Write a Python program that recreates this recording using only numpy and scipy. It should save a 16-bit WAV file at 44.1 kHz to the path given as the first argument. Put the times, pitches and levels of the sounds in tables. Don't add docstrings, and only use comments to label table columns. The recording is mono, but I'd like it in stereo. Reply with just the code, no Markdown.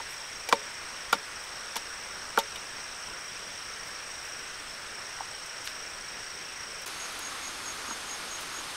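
import sys
import numpy as np
from scipy import signal
from scipy.fft import rfft, irfft
from scipy.io import wavfile
from scipy.ndimage import uniform_filter1d

SR = 44100
rng = np.random.default_rng(int(sys.argv[2]) if len(sys.argv) > 2 else 0)


def materialize(psi):
    bounded = np.clip(np.atleast_2d(psi).T, -1, 1)
    quanta = np.round(bounded * 32767).astype(np.int16)
    wavfile.write(sys.argv[1], SR, quanta)


N = 386316
CUT_S = 6.856

# frequency in Hz, relative level in dB, decay time t60 in seconds.
POLE_MODES = [(810, 5, 0.019), (915, 0, 0.04), (1004, 3, 0.025), (1152, -0.5, 0.029), (1212, -13, 0.081),
              (1388, 4.3, 0.023), (1602, 2, 0.0099), (1920, -4, 0.03), (2328, 0.5, 0.021),
              (2980, -4.5, .03), (3410, -3.5, 0.025), (3720, -6, 0.062)]
# start in seconds, pole's rise in seconds, contact in seconds before the ring dies,
# soil level in dB, post level in dB, centre of the post's ring in Hz, pole's lower ring in dB, its centre in Hz,
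# its spread in octaves, pole's upper ring in dB, its centre in Hz, crack level in dB, crack's brightest Hz,
# delay in seconds until the soil's crunch peaks, crunch level in dB, level in dB of fine sand on top of it.
TAMPS = [(0.5257, 0.00035, 0.0031, -26, -17, 500, -14, 1040, .11, -19, 2200, -15, 3000, .004, -29, -50),
         (1.127, 0.0029, 0.0055, -36, -24.5, 800, -15.5, 1260, .18, -25, 3400, -24, 7000, 0.0035, -25.5, -44),
         (1.7572, .006, 0.01, -43, -39, 700, -35, 1100, .5, -36, 3000, -25.5, 5000, .0095, -28.5, -37),
         (2.3746, 0.0021, 0.0033, -31, -17.5, 600, -17, 1330, .25, -32, 2300, -30, 4000, 0.014, -25, -31)]


def amp(db):
    return 10 ** (np.asarray(db) / 20)


def evened(x):
    return x / np.sqrt(np.mean(x ** 2) + 1e-20)


def read(points, hz):
    f, value = np.transpose(points)
    return np.interp(np.log(hz + 1), np.log(f + 1), value)


def add(mix, s, sound):
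    part = mix[..., round(s * SR):][..., :sound.shape[-1]]
    part += sound[..., :part.shape[-1]]


def bell(hz, centre_hz, octaves):
    return np.exp(-.5 * (np.log2((hz + 1) / centre_hz) / octaves) ** 2)


def echoes(x, t60, wet_db):
    t = np.arange(SR // 4) / SR
    tail = rng.standard_normal((2, len(t))) * amp(-60 * t / t60) * (t > .003)
    tail /= np.linalg.norm(tail[0])
    return amp(wet_db) * signal.fftconvolve(x[None], tail, axes=1)[:, :N]


def placed(x, lean_db, lead):
    return np.array([np.roll(x, -lead), x]) * amp([[lean_db / 2], [-lean_db / 2]])


def air_at(shape, likeness, level_db, patchy_db):
    # frequency in Hz, left minus right in dB.
    lean_points = [(60, 0.0), (180, -1), (550, -0.5), (1650, 0.0), (4970, 0), (15000, -2.0)]
    frames, hz = N // 256 + 5, np.fft.rfftfreq(1024, 1 / SR)
    a, b, c, d, patches = rng.standard_normal((frames, 513, 5)).T
    patches = uniform_filter1d(patches, size=12, axis=0)
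    patches = evened(uniform_filter1d(patches, size=14, axis=1))
    same = np.clip(read(likeness, hz), -1, 1)[:, None]
    half_lean = amp(read(lean_points, hz)[:, None] / 2)
    left, other = a + 1j * b, c + 1j * d
    right = same * left + np.sqrt(1 - same ** 2) * other
    spectra = np.array([left * half_lean, right / half_lean])
    spectra *= amp(read(shape, hz)[:, None] + patchy_db * patches)
    wash = signal.istft(spectra, nperseg=1024, noverlap=768)[1][:, :N]
    return amp(level_db) * evened(wash)


def air():
    # frequency in Hz, relative level in dB per Hz.
    first_shape, second_shape = [(20, -1.5), (60, -9), (130, -9.5), (250, -11.5), (500, -5.5), (800, -6.5),
                                 (1450, -0.5), (2300, -3.5), (4500, -10), (6000, -6), (7200, -14),
                                 (9500, -16.5), (11500, -24), (16000, -27.5)], [(20, -8), (60, -10.5), (150, -13.5), (330, -7), (600, -8.5),
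                                                (1350, -3), (2000, -5.5), (4500, -8.5), (5900, -9.5),
                                                (7200, -13.5), (9500, -14), (11000, -14.5), (12500, -22.5),
                                                (16000, -29)]
    # frequency in Hz, left-right likeness from -1 to 1.
    first_same, second_same = [(60, 0.96), (130, 0.84), (290, 0.85), (640, 0.88), (1410, 0.98),
                               (3100, 0.76), (6820, -0.23), (15000, -0.15)], [(60, 0.91), (130, 0.91), (290, 0.94), (640, 0.95),
                                               (1410, 0.99), (3100, 0.81), (6820, 0.49), (15000, -0.64)]
    first = air_at(first_shape, first_same, level_db=-41, patchy_db=0.98)
    second = air_at(second_shape, second_same, level_db=-38.5, patchy_db=0.49)
    return np.where(np.arange(N) < CUT_S * SR, first, second)


def chorus():
    # from and to in seconds, centre in Hz, width in Hz,
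    # rms level in dB ahead of the lean, throbs per second, throb depth from 0 to 1.
    bands = [(0, CUT_S, 8390, 550, -52, 27.3, 0.15), (0, CUT_S, 7830, 340, -56.5, 23, 0.19),
             (0, CUT_S, 6390, 140, -60.5, 5.3, 0.94), (0, CUT_S, 5320, 780, -51.5, 27.1, 0.21),
             (CUT_S, 9, 8440, 590, -51.5, 28.3, 0.44), (CUT_S, 9, 5340, 400, -53.5, 21, .2),
             (CUT_S, 9, 6380, 300, -54, 34, .2), (CUT_S, 9, 10800, 900, -64, 15.3, .2),
             (CUT_S, 9, 1340, 370, -53, 2.4, .1)]
    t, hz, out = np.arange(N) / SR, np.fft.rfftfreq(N, 1 / SR), np.zeros((2, N))
    for t0, t1, centre_hz, width_hz, db, rate, depth in bands:
        mid, *sides = rng.standard_normal((3, N))
        noise = np.array(sides) + (5500 / centre_hz) ** 2 * mid
        band = irfft(rfft(noise) * np.exp(-.5 * (2 * (hz - centre_hz) / width_hz) ** 2), N)
        throb = 1 + depth * np.cos(2 * np.pi * (rate * t + rng.random()))
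        out += amp(db) * evened(band * throb) * ((t >= t0) & (t < t1))
    return out * amp([[-.7], [.7]])


def stroke(length_s, start_hz, drop_hz, bend, skew):
    u = np.linspace(0, 1, round(length_s * SR))
    phase = 2 * np.pi * np.cumsum(start_hz - drop_hz * u ** bend) / SR
    return np.sin(np.pi * u ** skew) * np.sin(phase)


def cricket():
    # time in seconds, level in dB that the swell shifts from stroke to stroke.
    chirps = [(6.9795, -41), (7.2075, -39.5), (7.4121, -40), (7.64, -39), (7.861, -39), (8.071, -38.5),
              (8.2924, -39), (8.5254, -40)]
    out = np.zeros(N)
    for (s, db), chance in zip(chirps, rng.standard_normal((len(chirps), 4, 3))):
        for k, swell_db in enumerate([-3.5, 5.5, 7.0, 7.5]):
            late, loud, high = chance[k]
            pulse = stroke(.016, 6760 + 35 * high, 400, 1.1, 0.66)
            add(out, s - .005 + 0.0214 * k + .0005 * late, amp(db + swell_db + .8 * loud) * pulse)
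    return placed(out, -2.6, lead=2) + echoes(out, 0.079, -6)


def triller():
    # start in seconds, gap between pairs in seconds, number of pairs, effort from 0 to 1.
    stretches = [(.022, .0367, 7, .97), (.279, .0399, 7, .95), (.558, .037, 11, .95), (.965, .0442, 7, .88),
                 (1.361, .0398, 5, .9), (1.56, .0373, 6, .92), (1.784, .0363, 18, .93),
                 (2.437, .0368, 38, .95), (3.836, .0383, 9, .97), (4.181, .0357, 9, .98),
                 (4.502, .0435, 3, .9), (4.672, .026, 1, .4), (4.698, .0414, 5, .55), (4.905, .038, 4, .88),
                 (5.057, .0367, 45, .95), (6.708, .0387, 4, .97)]
    pairs = [(s + k * gap_s, 1 - effort) for s, gap_s, count, effort in stretches for k in range(count)]
    strokes = [(-.0045, -38.5, 0.0104), (.0073, -38, 0.0108)]
    out = np.zeros(N)
    for (start, slack), chance in zip(pairs, rng.standard_normal((len(pairs), 2, 4))):
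        for (delay, db, length_s), (loud, high, sag, late) in zip(strokes, chance):
            pulse = stroke(length_s, 5760 - 350 * slack + 35 * high, 620 + 110 * sag, 1.9, 0.85)
            add(out, start + delay + 0.00044 * late, amp(db - 4.8 * slack + 1.47 * loud) * pulse)
    return placed(out, -3.2, lead=-1) + echoes(out, 0.065, -9)


def bursts():
    crack_rise_s, crack_fall_s, crack_octaves = 0.00051, 0.0016, 1
    crunch_rise_s, *crunch_rest = 0.0076, 0.01, 3100, 1.08
    sand_rise_s, *sand_rest = .004, 0.0045, 11500, 0.4
    # peak in seconds, level in dB, brightest Hz.
    ticks = [(.4895, -28, 4000), (2.559, -39.5, 5000), (4.618, -56, 9000), (5.4605, -46, 8000),
             (5.698, -47, 7000), (6.8185, -43, 10000), (6.862, -36, 7000), (6.876, -35.5, 10000),
             (6.922, -51, 9000), (7.124, -44, 11000), (7.191, -36, 8000), (7.74, -49, 9500),
             (7.908, -42, 600), (8.529, -49, 10000)]
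    # peak in seconds, level in dB, swell in seconds, brightest Hz.
    rustles = [(.11, -51, .045, 11000), (1.44, -58, .035, 11000), (3.87, -55, .035, 12000),
               (4.25, -56, .045, 12000), (5.657, -45, .028, 9000), (5.671, -40, 0.031, 2500),
               (8.41, -45, .02, 10000), (8.71, -49, .012, 12000)]
    for s, *_, crack_db, crack_hz, delay_s, crunch_db, sand_db in TAMPS:
        yield s + crack_rise_s, crack_db, crack_rise_s, crack_fall_s, crack_hz, crack_octaves
        yield s + delay_s, crunch_db, min(crunch_rise_s, delay_s), *crunch_rest
        yield s + delay_s, sand_db, min(sand_rise_s, delay_s), *sand_rest
    for s, db, hz in ticks:
        fall_s = 0.0051 * (8000 / hz) ** 0.26
        yield s, db, .0016, fall_s, hz, 1.16
    for s, db, swell_s, hz in rustles:
        yield s, db, swell_s, swell_s, hz, 1


def grit():
    out, t, hz = np.zeros((2, N)), np.arange(8192) / SR, np.fft.rfftfreq(8192, 1 / SR)
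    for s, db, rise_s, fall_s, centre_hz, octaves in bursts():
        mid, *sides = rng.standard_normal((3, 8192)) * amp(2.7 * rng.exponential(1, 8192))
        colour = bell(hz, centre_hz, octaves) / np.hypot(1, (hz / 12500) ** 2)
        clicks = evened(irfft(rfft(mid + 0.37 * np.array(sides)) * colour))
        envelope = np.where(t < rise_s, (t / rise_s) ** 2, np.exp((rise_s - t) / fall_s))
        add(out, s - rise_s, amp(db) * clicks * envelope)
    return out


def ring(modes, t, contact_s, centre_hz=1000, octaves=30):
    hz, db, t60 = np.transpose(modes)[..., None]
    uneven, phase = rng.standard_normal((2, len(modes), 1))
    decay_db = 60 * np.maximum(t - contact_s, 0) / t60
    size = amp(db + 0.68 * uneven - decay_db) * bell(hz, centre_hz, octaves)
    return (size * np.sin(2 * np.pi * hz * t + np.pi * phase)).sum(0)


def blow(t, rise_s, contact_s, soil_db, post_db, post_hz, pole_db, centre_hz, octaves):
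    # frequency in Hz, relative level in dB, decay time t60 in seconds.
    soil_modes, post_modes = [(204, -3, 0.08), (241, -3.5, 0.06), (306, -6.5, 0.062)], [(426, -24.5, 0.45), (472, 0, 0.05), (559, -9, 0.14),
                                            (688, -4, 0.029), (798, -1, 0.045), (906, -1, 0.081)]
    soil = amp(soil_db) * ring(soil_modes, t, contact_s)
    post = amp(post_db) * ring(post_modes, t, contact_s, post_hz, 0.98)
    light = amp(pole_db) * ring(POLE_MODES, t, contact_s, centre_hz, octaves)
    return (soil + post) * (1 - np.exp(-t / 0.0019)) ** 2 + light * (1 - np.exp(-t / rise_s))


def pole():
    # start in seconds, soil level in dB, post level in dB,
    # pole level in dB, centre of the pole's ring in Hz.
    knocks = [(0, -57, -43, -36.5, 1010), (0.4878, -47, -30.5, -28, 2300), (.515, -60, -56, -36, 1300),
              (1.149, -35, -50, -60, 1000), (2.388, -44, -30, -27.5, 3200), (2.557, -53, -51, -31.5, 3100),
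              (3.08, -60, -50, -44, 900), (5.206, -60, -50, -34, 860), (7.88, -42, -47, -41, 1200),
              (7.908, -38, -42, -35, 1200)]
    out, t = np.zeros(N), np.arange(SR // 4) / SR
    for s, rise_s, contact_s, soil_db, post_db, post_hz, lower_db, lower_hz, octaves, upper_db, upper_hz, *_ in TAMPS:
        upper = amp(upper_db) * ring(POLE_MODES, t, contact_s, upper_hz, octaves=.55)
        upper *= 1 - np.exp(-t / .0004)
        lower = blow(t, rise_s, contact_s, soil_db, post_db, post_hz, lower_db, lower_hz, octaves)
        add(out, s, upper + lower)
    for s, soil_db, post_db, pole_db, centre_hz in knocks:
        add(out, s, blow(t, rise_s=0.0014, contact_s=0.0029, soil_db=soil_db, post_db=post_db, post_hz=700,
                         pole_db=pole_db, centre_hz=centre_hz, octaves=0.33))
    out = signal.sosfilt(signal.butter(2, 160, "high", fs=SR, output="sos"), out)
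    return placed(out, -1.3, lead=0) + echoes(out, 0.069, -24.0)


def scene():
    return air() + chorus() + cricket() + triller() + grit() + pole()


def record(dry):
    dip_s, edge_hz = 0.0058, 15730
    joined = dry * np.clip(abs(np.arange(N) / SR - CUT_S) / dip_s, .25, 1)
    low_pass = signal.firwin(1023, edge_hz, window=("kaiser", 9), fs=SR)
    return signal.oaconvolve(joined, low_pass[None], "same")


dry = scene()
out = record(dry)
materialize(out)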